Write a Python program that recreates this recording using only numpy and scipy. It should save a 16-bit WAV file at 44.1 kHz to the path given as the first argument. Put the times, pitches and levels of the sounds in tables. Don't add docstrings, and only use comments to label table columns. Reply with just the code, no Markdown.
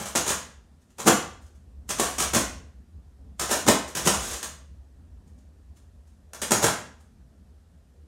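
import sys
import numpy as np
from scipy import signal
from scipy.io import wavfile
from scipy.ndimage import uniform_filter1d

SR = 44100
rng = np.random.default_rng(int(sys.argv[2]) if len(sys.argv) > 2 else 0)


def master(y):
    cut = np.clip(np.atleast_2d(y).T, -1, 1)
    pcm = np.round(cut * 32767)
    wavfile.write(sys.argv[1], SR, pcm.astype(np.int16))


def nominal_scale(level):
    x = np.asarray(level, float) / 20
    return 10 ** x


N = 356063

# t/s, snap level/dB, skin level above the snap/dB, crumpling time/ms
SLAPS = [(0.0568, -23, -15.5, 28), (0.1521, -14.5, 1, 14.5), (0.1578, -10.5, -19.5, 15),
         (0.279, -11.5, -16, 23), (0.984, -28.5, -8, 25), (1.0617, -22, -12, 4.1), (1.077, -3, 2, 4.5),
         (1.1047, -19, 2.5, 9.2), (1.891, -17.5, -24.5, 13), (1.9973, -10, -6.5, 14.4),
         (2.1833, -12.5, -16, 12.5), (2.334, -13, -6, 35), (2.3486, -6.5, -23, 10),
         (2.3864, -20, -10.5, 9.6), (3.3962, -12.5, -18, 6), (3.493, -21, 4, 12), (3.6658, -14.5, -9, 7.7),
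         (3.687, -4, 7, 7.5), (3.9517, -14.5, -27.5, 14), (4.0733, -3, -6.5, 11.3), (4.4294, -20, -19, 12),
         (6.334, -28, -27, 10), (6.347, -27, -18, 10), (6.418, -14.5, -19, 18.7), (6.5091, -5, -3, 3),
         (6.5184, -5.5, -7.5, 10), (6.642, -2, -5.5, 5.7), (6.6667, -11, -0.5, 7.8)]
SHOVES = [(0.0034, -24, -1, 34), (0.1694, -12.5, -12.5, 11), (0.2683, -18.5, -4.5, 14),
          (0.3047, -13, -11.5, 9.9), (1.002, -22, -12, 18), (1.0722, -8, -6, 11), (1.0833, -2.5, -8.5, 5.8),
          (1.9083, -16, -30.5, 9.3), (1.99, -20, -3, 9.8), (2.0344, -20.5, -22, 58), (2.203, -12, -15, 21),
          (2.2244, -16.5, -17, 17), (2.3616, -12.5, -5.5, 15.6), (3.4124, -18, -8.5, 27),
          (3.5134, -10.5, -8, 24), (3.5394, -16.5, -10, 5.7), (3.5944, -24.5, -18, 15),
          (3.683, -6.5, -5.5, 6.1), (3.6989, -18.5, -8, 7.6), (3.883, -28.5, -9, 13),
          (3.9734, -17.5, -15.5, 27), (4.0549, -19.5, -19, 13), (4.0655, -11.5, -10.5, 3.9),
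          (4.0844, -17, -8.5, 6.5), (4.1447, -15, -3.5, 9), (4.446, -23, -22, 5.1), (6.4344, -21, -21, 6.7),
          (6.5594, -20.5, -18, 16), (6.6308, -10, -6, 9.4), (6.6884, -13, -5.5, 2.3)]
# t/s, level/dB, fading time/ms
FLAT_HITS = [
    (1.079, -9, 11),
    (2.35, -24.5, 11.6),
    (3.685, -12.5, 9.1),
    (4.068, -16.5, 8),
    (6.645, -18, 10.1),
]
# t/s, level/dB
TICKS = [(0.823, -54.5), (0.908, -51.5), (1.425, -48.5), (1.4664, -50), (1.557, -54), (5.2806, -55),
         (5.389, -56.5), (5.772, -48.5), (5.7994, -70), (6.079, -57), (6.0994, -66), (7.0102, -51.5),
         (7.0394, -68)]
# t/s, level/dB
DRAG = [
    (4.18, -44),
    (4.21, -39),
    (4.352, -37.5),
    (4.419, -58.5),
]
# f/Hz, level per Hz/dB
FOIL_TONE = [(710, -24.5), (1200, -2), (1610, -6), (2350, -7.5), (3220, -4), (4500, -8), (6870, 1.5),
             (7740, -3), (8350, -1.5), (14200, -16), (16000, -21)]
# f/Hz, width/Hz, level/dB
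SKIN_MODES = [(362, 390, -8.5), (610, 380, -2.5), (760, 390, 3), (1058, 230, 2), (1433, 220, -2),
              (1820, 780, -4)]
# f/Hz, width/Hz, level/dB
DRUM_MODES = [(143, 48, -9), (206, 40, -9), (205, 140, 4), (290, 30, -8)]
# delay t/s, level/dB
ECHOES = [(.0023, -15), (.0051, -10.5), (.0087, -14), (0.0175, -12)]
# f/Hz, time/s
ROOM_DECAY = [(100, 0.21), (260, 0.35), (700, 0.44), (1840, 0.49), (4850, 0.44), (12800, 0.3)]
# t/s, rumble level/dB
DRAUGHT = [(0.0, -49.5), (1.01, -58), (1.24, -53.5), (2.43, -50), (3.08, -55), (3.48, -52), (7.46, -55.5),
           (8.07, -56.5)]
# start t/s, length/s, level/dB
GUSTS = [(0.079, 0.119, -48), (0.257, 0.089, -43), (0.552, 0.035, -48), (1.053, 0.177, -44.5),
         (1.366, 0.099, -43.5), (1.546, 0.031, -47.5), (1.648, 0.46, -44.5), (2.159, 0.434, -39.5),
         (2.632, 0.075, -43), (2.783, 0.039, -47), (2.945, 0.063, -42.5), (3.055, 0.031, -48),
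         (3.194, 0.141, -41), (3.402, 0.36, -43.5), (3.831, 0.035, -47.5), (4.033, 0.33, -37.5),
         (4.521, 0.033, -47.5), (4.61, 0.033, -48), (4.701, 0.147, -46), (4.95, 0.055, -47),
         (5.112, 0.111, -44.5), (5.264, 0.121, -45.5), (5.599, 0.031, -48), (5.705, 0.037, -46.5),
         (5.832, 0.069, -49), (6.394, 0.059, -45.5), (6.577, 0.123, -43), (7.203, 0.033, -48)]
# f/Hz, level per Hz/dB
RUMBLE_TONE = [(12, -62), (20, -29.5), (27, -23), (41, -22.5), (59, 6.5), (78, 5.5), (97, -22), (110, -11),
               (140, -45.5), (240, -120)]
# f/Hz, level per Hz/dB
WASH_TONE = [(59, -29), (100, -8.5), (242, -8), (324, -18.5), (399, -18), (580, -23), (1200, -37),
             (1560, -59.5), (2640, -120)]
# f/Hz, level per Hz/dB
HISS_TONE = [(350, -32), (600, -6), (792, -6.5), (872, -8.5), (1840, -8.5), (2060, -14), (8720, -16.5),
             (14200, -26), (16500, -49.5)]


def balloon():
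    contacts = SLAPS + SHOVES
    _, snap_db, weight_db, _ = np.transpose(contacts)
    is_slap = np.arange(len(contacts)) < len(SLAPS)
    rise_ms = np.where(is_slap, 0.8, 6.5)
    crumple = pressure(contacts, snap_db - 11.5, rise_ms) + loose_foil()
    struck = pressure(contacts, snap_db + weight_db - 12, rise_ms, brief=0.65) + nominal_scale(-6.5) * crumple
    thump_db = np.where(is_slap, -16, -13.5) + 0.67 * weight_db
    drummed = pressure(contacts, snap_db + thump_db - 4, rise_ms, brief=0.94) + flat_hits()
    return foil(crumple) + skin(struck) + drum(drummed)


def foil(crumple):
    return signal.oaconvolve(crumple * snaps(12000, spread_db=2), colour(FOIL_TONE))[:N]


def skin(struck):
    return signal.oaconvolve(struck * snaps(4000, spread_db=3.6), modes(SKIN_MODES))[:N]


def drum(drummed):
    return signal.oaconvolve(drummed * snaps(900, spread_db=1.3), modes(DRUM_MODES))[:N]


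def loose_foil():
    t = np.arange(N) / SR
    drag_s, drag_db = np.transpose(DRAG)
    strength = nominal_scale(np.interp(t, drag_s, drag_db, -120, -120))
    for s, db in TICKS:
        strength += nominal_scale(db - 11.5) * np.exp(-abs(t - s) / 0.0084)
    return strength


def flat_hits():
    level_db = np.transpose(FLAT_HITS)[1] - 3
    return pressure(FLAT_HITS, level_db, rise_ms=np.full(len(FLAT_HITS), 11))


def pressure(contacts, level_db, rise_ms, brief=1):
    lead = SR // 10
    power = np.zeros(N + SR)
    ms = (np.arange(3 * lead) - lead) * 1000 / SR
    for (s, *_, lasts_ms), db, rise in zip(contacts, level_db, rise_ms):
        build_up = ms / max(rise, 0.2)
        let_go = -ms / max(brief * lasts_ms, 1)
        shape = np.where(ms < 0, build_up, let_go)
        power[round(s * SR):][:len(ms)] += nominal_scale(2 * db) * np.exp(2 * shape)
    return np.sqrt(power[lead:lead + N])


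def snaps(per_s, spread_db, clump_db=1.5):
    clumps = evened(uniform_filter1d(rng.standard_normal(N), size=160))
    large = np.minimum(rng.exponential(1, N), 4)
    size = nominal_scale(spread_db * large + clump_db * clumps) * rng.choice([-1., 1.], N)
    return evened(size * (rng.random(N) < per_s / SR))


def modes(table):
    t = np.arange(SR // 8) / SR
    ring = np.zeros(len(t))
    for hz, width, db in table:
        fade = np.sqrt(width) * np.exp(-np.pi * width * t)
        ring += nominal_scale(db) * fade * np.sin(2 * np.pi * hz * t)
    return ring / np.linalg.norm(ring)


def colour(tone, size=4096):
    level_db = read(tone, abs(np.fft.fftfreq(size, 1 / SR)))
    log_gain = np.log(nominal_scale(np.maximum(level_db, -100)))
    spectrum = np.exp(np.conj(signal.hilbert(log_gain)))
    taps = np.fft.ifft(spectrum).real[:size // 2]
    return taps / np.linalg.norm(taps)


def room(x, turns_per_s=45):
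    early = np.zeros(SR // 10)
    early[0] = 1
    for s, db in ECHOES:
        early[round(s * SR)] = nominal_scale(db)
    out = signal.oaconvolve(x, early)[:N]
    turn = np.pi * turns_per_s * np.arange(N) / SR
    for k in range(3):
        share = np.sqrt(2 / 3) * np.cos(turn + k * np.pi / 3)
        out += nominal_scale(-0.5) * signal.fftconvolve(x * share, room_tail())[:N]
    return out


def room_tail():
    taps = np.zeros(SR)
    at = np.arange(400, SR - 12, 12)
    at = at + rng.integers(0, 12, len(at))
    taps[at] = rng.choice([-1., 1.], len(at))
    hz, t, z = signal.stft(taps, SR, nperseg=256)
    fade = nominal_scale(-60 * t / read(ROOM_DECAY, hz)[:, None])
    tail = signal.istft(z * fade, SR, nperseg=256)[1]
    return tail / np.linalg.norm(tail)


def fan_air():
    power = draught_power()
    hiss = nominal_scale(-73) * noise(HISS_TONE, patchy_db=1, size=1024)
    return rumble(power) + wash(power) + hiss


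def draught_power():
    t = np.arange(N) / SR
    edge_s = 0.01
    power = nominal_scale(2 * (np.interp(t, *np.transpose(DRAUGHT)) + 1.5))
    for s, length, db in GUSTS:
        from_middle = abs(t - s - length / 2)
        outside = np.maximum(from_middle - length / 2 + edge_s / 2, 0) / edge_s
        power = power + nominal_scale(2 * (db - 4)) * np.exp(-outside ** 2)
    return power


def rumble(power):
    lumps = noise(RUMBLE_TONE, patchy_db=1, size=4096)
    flutter = abs(signal.hilbert(lumps)) + 0.2
    return np.sqrt(power) * evened(lumps / flutter ** 0.25)


def wash(power):
    t = np.arange(N) / SR
    stir = np.zeros(N)
    for s, snap_db, *_ in SLAPS:
        stir += nominal_scale(2 * (snap_db - 30)) * np.exp(-2 * abs(t - s) / 0.093) * (t > s)
    flow = nominal_scale(2 * -60) * (power / np.median(power)) ** 0.55
    return np.sqrt(flow + stir) * noise(WASH_TONE, patchy_db=2.5, size=2048)


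def noise(tone, patchy_db, size):
    hop = size // 4
    hz = np.fft.rfftfreq(size, 1 / SR)
    a, b, patches = rng.standard_normal((N // hop + 5, len(hz), 3)).T
    patches = uniform_filter1d(patches, size=10, axis=0)
    patches = evened(uniform_filter1d(patches, size=8, axis=1))
    z = (a + 1j * b) * nominal_scale(read(tone, hz)[:, None] + patchy_db * patches)
    return evened(signal.istft(z, nperseg=size, noverlap=size - hop)[1][:N])


def evened(x):
    return x / np.sqrt(np.mean(x ** 2) + 1e-20)


def read(points, hz):
    f, value = np.transpose(points)
    return np.interp(np.log(hz + 1), np.log(f + 1), value)


def scene():
    bass_cut = signal.butter(4, 120, "high", fs=SR, output="sos")
    return (signal.sosfilt(bass_cut, room(balloon())) + fan_air())[None]


def band_limit(x):
    return signal.sosfilt(signal.butter(12, 16990, fs=SR, output="sos"), x)


def record(dry):
    ceiling, top_hz = 1.2, 15900
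    held = ceiling * np.tanh(dry / ceiling)
    mix = signal.oaconvolve(held, signal.firwin(511, top_hz, fs=SR)[None], "same")
    return band_limit(mix)


dry = scene()
out = record(dry)
master(out)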